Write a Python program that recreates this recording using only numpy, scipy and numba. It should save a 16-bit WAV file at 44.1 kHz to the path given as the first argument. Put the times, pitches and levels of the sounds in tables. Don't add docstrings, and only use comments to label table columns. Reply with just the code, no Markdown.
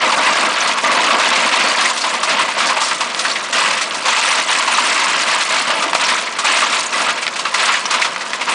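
import sys
import numpy as np
from scipy import signal
from scipy.fft import rfft, irfft
from scipy.io import wavfile
from scipy.ndimage import uniform_filter1d
from numba import njit

SR = 44100
rng = np.random.default_rng(int(sys.argv[2]) if len(sys.argv) > 2 else 0)


def master(y):
    cut = np.clip(np.atleast_2d(y).T, -1, 1)
    pcm = np.round(cut * 32767)
    wavfile.write(sys.argv[1], SR, pcm.astype(np.int16))


N = 376613

# pitch in Hz, level in dB.
DRIVE_TONES = [(212, -52), (234, -49), (512, -49), (668, -47)]
# frequency in Hz, level in dB.
GEAR_COLOUR = [(25, -17), (70, -15), (115, -13.5), (150, -1), (210, -0.5), (420, 3), (650, 7.5), (790, 1),
               (950, 9), (1500, 5.5), (3000, -4.5), (10000, -59)]
THUD_COLOUR = [(70, -28), (115, -28), (150, -9), (215, 2.5), (280, 4), (420, -0.5), (650, 7.5), (790, 0),
               (1000, 1.5), (1600, -5.5), (4000, -46)]
SPATTER_COLOUR = [(1500, -33.5), (3500, 4.5), (5000, 3), (7500, -0.5), (10000, -7)]
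SPLAT_COLOUR = [(120, -49.5), (250, -16.5), (480, -15), (790, -7), (900, -7), (1200, -4), (1450, -3),
                (1800, -3.5), (2600, 0.5), (3300, -4.5), (4500, -9), (6500, -20), (10000, -30)]
# pitch in Hz, width in Hz (narrow rings longer), level in dB.
HOPPER_NOTES = [(229.5, 9.7, -8.5), (519.5, 10.2, 3.5), (643, 31, -5), (703, 52, -6), (740, 48, -10),
                (890, 24, 2), (942, 58, -1), (1025, 63, 0.5), (1118, 41, -1), (1207, 80, -3.5),
                (1336, 76, -8.5), (1633, 37, -3.5), (1983, 110, -5.5)]
# start in seconds, pitch in Hz, level in dB.
JUICE_SQUIRTS = [(0.27, 2100, -18), (0.603, 5900, -14), (1.858, 2100, -12), (2.014, 4560, -16.5),
                 (3.313, 4370, -18.5), (6.048, 5400, -18), (6.096, 2080, -16), (6.149, 1420, -16.5),
                 (6.272, 2150, -16), (6.862, 6940, -21), (7.089, 1500, -12), (7.74, 1960, -8.5),
                 (7.855, 5560, -18.5), (8.02, 2280, -8.5)]
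# start in seconds, level in dB, pitch of the bone in Hz.
BONE_KNOCKS = [(0.1933, 0, 1100), (0.7863, -4, 2600), (1.143, -6, 1300), (2.7726, -9, 1900),
               (2.9142, -2, 1970), (3.147, -3, 2250), (3.9093, -4, 2940), (4.2397, -7, 2400),
               (4.7856, -4, 1310), (5.932, 5.5, 1400), (5.951, 10, 880), (7.2665, -1, 2640),
               (7.2787, 1, 2440), (7.454, -5, 1390), (7.546, 3, 2160), (7.855, -3, 2390), (8.018, -2, 2000),
               (8.161, -4, 1700), (8.333, -2, 1870), (8.493, -7, 1200)]
# time in seconds, level in dB, spatter in dB relative to that level,
# pitch of the trapped air in Hz.
LUMP_SLAPS = [(0.264, 4, -30, 2020), (0.676, -9, -8, 980), (0.775, -2, -34, 1070), (1.042, -2.5, -31, 1130),
              (1.108, 5.5, -39, 1090), (1.359, 1, -17, 2060), (1.851, -1, -22, 2130),
              (1.975, -17.5, 0.5, 2660), (2.01, -13, -10, 2660), (2.041, -0.5, -22, 996),
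              (2.141, -10, -17, 1040), (2.233, 0, -15, 1100), (2.294, -1, -17.5, 1260),
              (2.395, 3, -34, 1020), (2.483, -3, -27, 960), (2.604, 1, -19, 1308), (2.698, 1.5, -22, 980),
              (2.768, 0, -26, 940), (2.815, -2.5, -16, 1110), (2.912, -2, -29, 1220),
              (3.008, -1, -17, 1010), (3.045, -9, -26, 1510), (3.193, -7, -8.5, 1340),
              (3.25, 1.5, -24, 1500), (3.297, -5, -19, 1680), (3.357, -1.5, -26, 2090),
              (3.438, -15.5, -10, 1500), (3.529, -3.5, -13.5, 2030), (3.583, -10, -7, 1020),
              (3.773, -5, -19, 2020), (3.814, -4.5, -11, 1970), (3.946, -14, -7.5, 990),
              (4.055, -1.5, -15.5, 920), (4.084, 2.5, -25, 3370), (4.236, -10, -14, 1270),
              (4.374, -6, -19, 2900), (4.677, 2, -21, 945), (4.784, 3.5, -23, 1070),
              (4.995, -2.5, -17.5, 2040), (5.409, -0.5, -16, 3680), (5.703, 2.5, -37, 1280),
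              (5.824, -2, -17, 1210), (5.95, -2, -12, 990), (6.088, 1, -17, 2060), (6.181, -4, -21, 1680),
              (6.265, -9, -23, 2150), (6.388, -3, -12.5, 1180), (6.448, -1.5, -18, 1090),
              (6.62, -2, -30, 1090), (6.728, 2, -25, 2450), (7.004, -4, -22, 1240), (7.087, -1, -36, 1400),
              (7.175, -4.5, -24, 1600), (7.225, -6.5, -15, 2430), (7.359, -7, -15.5, 2380),
              (7.393, -8.5, -11, 1010), (7.453, -0.5, -31, 1130), (7.543, 2.5, -17, 1200),
              (7.689, 4.5, -30, 1220), (7.909, -3, -12, 1160), (7.941, 1.5, -20.5, 1160),
              (8.018, -7.5, -8.5, 1970), (8.048, 1, -23, 1060), (8.21, -7, -20, 1930),
              (8.335, -10, -14, 1840), (8.412, -2, -24, 2250), (8.492, -9, -17, 950)]
# start in seconds, length in seconds, splat level in dB,
# spatter in dB relative to the splats, thud level in dB, wall ringing in dB.
LOADS = [(0.0, 0.46, -14.5, -13.5, -22.5, -18), (0.507, 0.2, -16, -16.5, -26.5, -27),
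         (0.82, 0.34, -15, -14, -20, -19), (1.172, 0.3, -13.5, -15, -24, -20),
         (1.513, 0.2, -11.5, -14, -22.5, -25), (1.759, 0.13, -15.5, -9, -30, -21.5),
         (2.05, 0.099, -20, -11, -26, -26), (2.261, .15, -14.5, -15, -24.5, -28),
         (2.547, 0.16, -17.5, -10.5, -27.5, -21), (2.796, 0.072, -19.5, -4, -50, -36),
         (3.158, 0.17, -26.5, -3, -34, -39), (3.522, 0.18, -12.5, -12.5, -26, -26),
         (4.046, 0.35, -14.5, -10, -41, -24.5), (4.462, .14, -14, -10.5, -39, -27),
         (4.696, 0.23, -15.5, -9.5, -31, -26.5), (4.947, 0.28, -15.5, -11, -33, -27),
         (5.255, .16, -14, -12.5, -33, -29), (5.477, 0.11, -13, -10.5, -29, -36),
         (5.65, 0.23, -19.5, -12.5, -25, -34), (5.983, 0.14, -14, -10.5, -30, -29),
         (6.428, 0.2, -12, -11, -30, -24.5), (6.687, 0.13, -17.5, -9, -48, -39),
         (6.914, 0.17, -16.5, -11.5, -28, -24.5), (7.563, 0.16, -12, -13, -34, -30),
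         (7.889, 0.13, -17, -19, -35, -41), (8.465, 0.052, -17.5, -9, -28, -24)]
DRIBBLE = (-22.5, -10, -31.5, -33)


def undb(db):
    return 10 ** (np.asarray(db) / 20)


def unit(x):
    return x / np.sqrt(np.mean(x ** 2))


def add(track, start_s, sound):
    start = max(int(start_s * SR), 0)
    track[start:start + len(sound)] += sound[:max(N - start, 0)]


def colour(x, points, size=4096):
    hz, db = np.transpose(points)
    bin_hz = np.fft.rfftfreq(size, 1 / SR)
    log_gain = np.log(undb(np.interp(np.log(bin_hz + 1), np.log(hz), db)))
    cepstrum = irfft(log_gain)[:size // 2]
    cepstrum[1:] *= 2
    response = irfft(np.exp(rfft(cepstrum, size)))[:size // 2]
    return signal.oaconvolve(x, response / np.linalg.norm(response))[:len(x)]


def resonate(x, hz, width_hz):
    return signal.lfilter(*signal.iirpeak(hz, hz / width_hz, fs=SR), x)


def squelch(x, hz, width_hz):
    return resonate(resonate(x, hz, width_hz), hz, width_hz)


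def wander(per_s):
    hold = int(SR / per_s)
    steps = np.repeat(rng.standard_normal(N // hold + 1), hold)
    return unit(uniform_filter1d(steps, hold)[:N])


def shower(per_s, spread_db, decay_s):
    hits = rng.random(N) < per_s / SR
    sizes = undb(spread_db * np.clip(rng.standard_normal(N), -2, 2))
    fade = np.exp(-2 / (decay_s * SR))
    power = signal.lfilter([1], [1, -fade], (hits * sizes) ** 2 + 1e-12)
    return unit(np.sqrt(power) * rng.standard_normal(N))


def hall(x, fade_s=0.092, gap_s=0.007, dull_hz=3500):
    t = np.arange(SR) / SR
    tail = rng.standard_normal(SR) * undb(-60 * t / fade_s) * (t > gap_s)
    tail = signal.lfilter(*signal.butter(1, dull_hz, fs=SR), tail / np.linalg.norm(tail))
    return signal.fftconvolve(x, tail)[:N]


def drive(waver_radians=1.6):
    t = np.arange(N) / SR
    tones = 0
    for hz, db in DRIVE_TONES:
        level = undb(db + 1.3 * wander(per_s=3.8))
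        tones += level * np.sin(2 * np.pi * hz * t + waver_radians * wander(per_s=14))
    return tones + undb(-31) * colour(rng.standard_normal(N), GEAR_COLOUR)


def hopper(x):
    ring = sum(undb(db) * resonate(x, hz, width_hz) for hz, width_hz, db in HOPPER_NOTES)
    return x + undb(-1.5) * ring


def wall_clatter(ringing):
    ring = 0
    for hz, width_hz, db in HOPPER_NOTES:
        strikes = shower(per_s=30, spread_db=2.5, decay_s=0.0042)
        ring += undb(db) * resonate(strikes, hz, width_hz)
    return ringing * unit(colour(ring, SPLAT_COLOUR))


def heap(weight):
    thuds = shower(per_s=240, spread_db=0.5, decay_s=0.011)
    return weight * undb(-3) * colour(thuds, THUD_COLOUR)


def squirts(rise_s=0.004, width_hz=800):
    out = np.zeros(N)
    t = np.arange(SR // 12) / SR
    swell = t / rise_s * np.exp(1 - t / rise_s)
    for start_s, hz, db in JUICE_SQUIRTS:
        jet = unit(squelch(rng.standard_normal(len(t)), hz, width_hz))
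        add(out, start_s, undb(db) * jet * swell)
    return out


def bones(width_hz=2400, snap_s=0.0014, rattle_s=0.0071):
    clack, rattle = np.zeros((2, N))
    t = np.arange(SR // 20) / SR
    for start_s, db, hz in BONE_KNOCKS:
        snap = squelch(rng.standard_normal(len(t)) * np.exp(-t / snap_s), hz, width_hz)
        add(clack, start_s, undb(db - 2.5) * snap / np.max(np.abs(snap)))
        settling = rng.standard_normal(len(t)) * np.exp(-t / rattle_s)
        add(rattle, start_s, undb(db - 15.5) * settling)
    return clack + colour(rattle, SPLAT_COLOUR)


def lumps(press_s=0.0052, flatten_s=0.018, width_hz=500):
    body, air, spray = np.zeros((3, N))
    t = np.arange(SR // 4) / SR
    for time_s, db, wet_db, hz in LUMP_SLAPS:
        touch_s = time_s - press_s
        push = undb(db) * (1 - np.exp(-(t / press_s) ** 2)) * np.exp(-t / flatten_s)
        pocket = unit(squelch(rng.standard_normal(len(t)), hz, width_hz))
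        add(body, touch_s, push)
        add(air, touch_s, push * pocket)
        add(spray, touch_s, push * undb(wet_db))
    slap = colour(body * rng.standard_normal(N), SPLAT_COLOUR)
    splash = colour(spray * rng.standard_normal(N), SPATTER_COLOUR)
    return undb(-12) * slap + undb(-15) * air + undb(4) * splash


def pops(low_hz, high_hz, per_s, sharpness, spread_db, decay_s, sizes=12):
    out = 0
    for hz in np.geomspace(low_hz, high_hz, sizes):
        bursts = shower(per_s / sizes, spread_db, decay_s)
        out += unit(squelch(bursts, hz, hz / sharpness))
    return unit(out)


def pouring(rise_s=0.024, fall_s=0.068, thinning_db_per_s=0.5):
    def powers(db, wet_db, thud_db, ring_db):
        return undb([db, db + wet_db, thud_db, ring_db]) ** 2
    supply = undb(-thinning_db_per_s * np.arange(N) / SR)
    power = np.outer(powers(*DRIBBLE), supply ** 2)
    t = np.arange(SR) / SR
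    for start_s, length_s, *levels_db in LOADS:
        swell = np.minimum(t / rise_s, 1)
        fade = np.exp(-np.maximum(t - length_s, 0) / fall_s)
        for track, size in zip(power, powers(*levels_db)):
            add(track, start_s, size * (swell * fade) ** 2)
    return np.sqrt(power)


def scraps(flow, wet):
    splats = colour(shower(per_s=460, spread_db=3.5, decay_s=0.0082), SPLAT_COLOUR)
    pockets = pops(low_hz=1000, high_hz=4400, per_s=400, sharpness=7, spread_db=4, decay_s=0.006)
    droplets = shower(per_s=300, spread_db=6.5, decay_s=0.0045)
    bubbles = pops(low_hz=4250, high_hz=9160, per_s=340, sharpness=6, spread_db=2, decay_s=0.005)
    meat = undb(-4.5) * splats + undb(-9.5) * pockets
    juice = colour(droplets, SPATTER_COLOUR) + undb(-1.5) * bubbles
    clumps_db = 0.57 * wander(per_s=36)
    return undb(clumps_db) * (flow * meat + wet * juice)


def scene():
    flow, wet, weight, ringing = pouring()
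    impacts = scraps(flow, wet) + lumps() + bones() + heap(weight)
    near = hopper(impacts) + wall_clatter(ringing) + squirts() + drive()
    return (near + undb(-17.5) * hall(near))[None]


@njit
def follow(size, rise_s, fall_s):
    out, level = np.empty(len(size)), 0.
    for i in range(len(size)):
        lag_s = rise_s if size[i] > level else fall_s
        level += (size[i] - level) / (lag_s * SR)
        out[i] = level
    return out


def record(dry, threshold_db=-9, squeeze_ratio=1.55, low_cut_hz=90, high_cut_hz=10050):
    level = follow(np.abs(dry[0]), rise_s=0.00022, fall_s=0.014)
    gain = np.maximum(level / undb(threshold_db), 1) ** (1 / squeeze_ratio - 1)
    rounded = 0.92 * np.tanh(1.15 * gain * dry)
    thinned = signal.lfilter(*signal.butter(1, low_cut_hz, "high", fs=SR), rounded)
    steep_cut = signal.ellip(12, 0.1, 85, high_cut_hz, fs=SR, output="sos")
    return signal.sosfilt(steep_cut, thinned)


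dry = scene()
out = record(dry)
master(out)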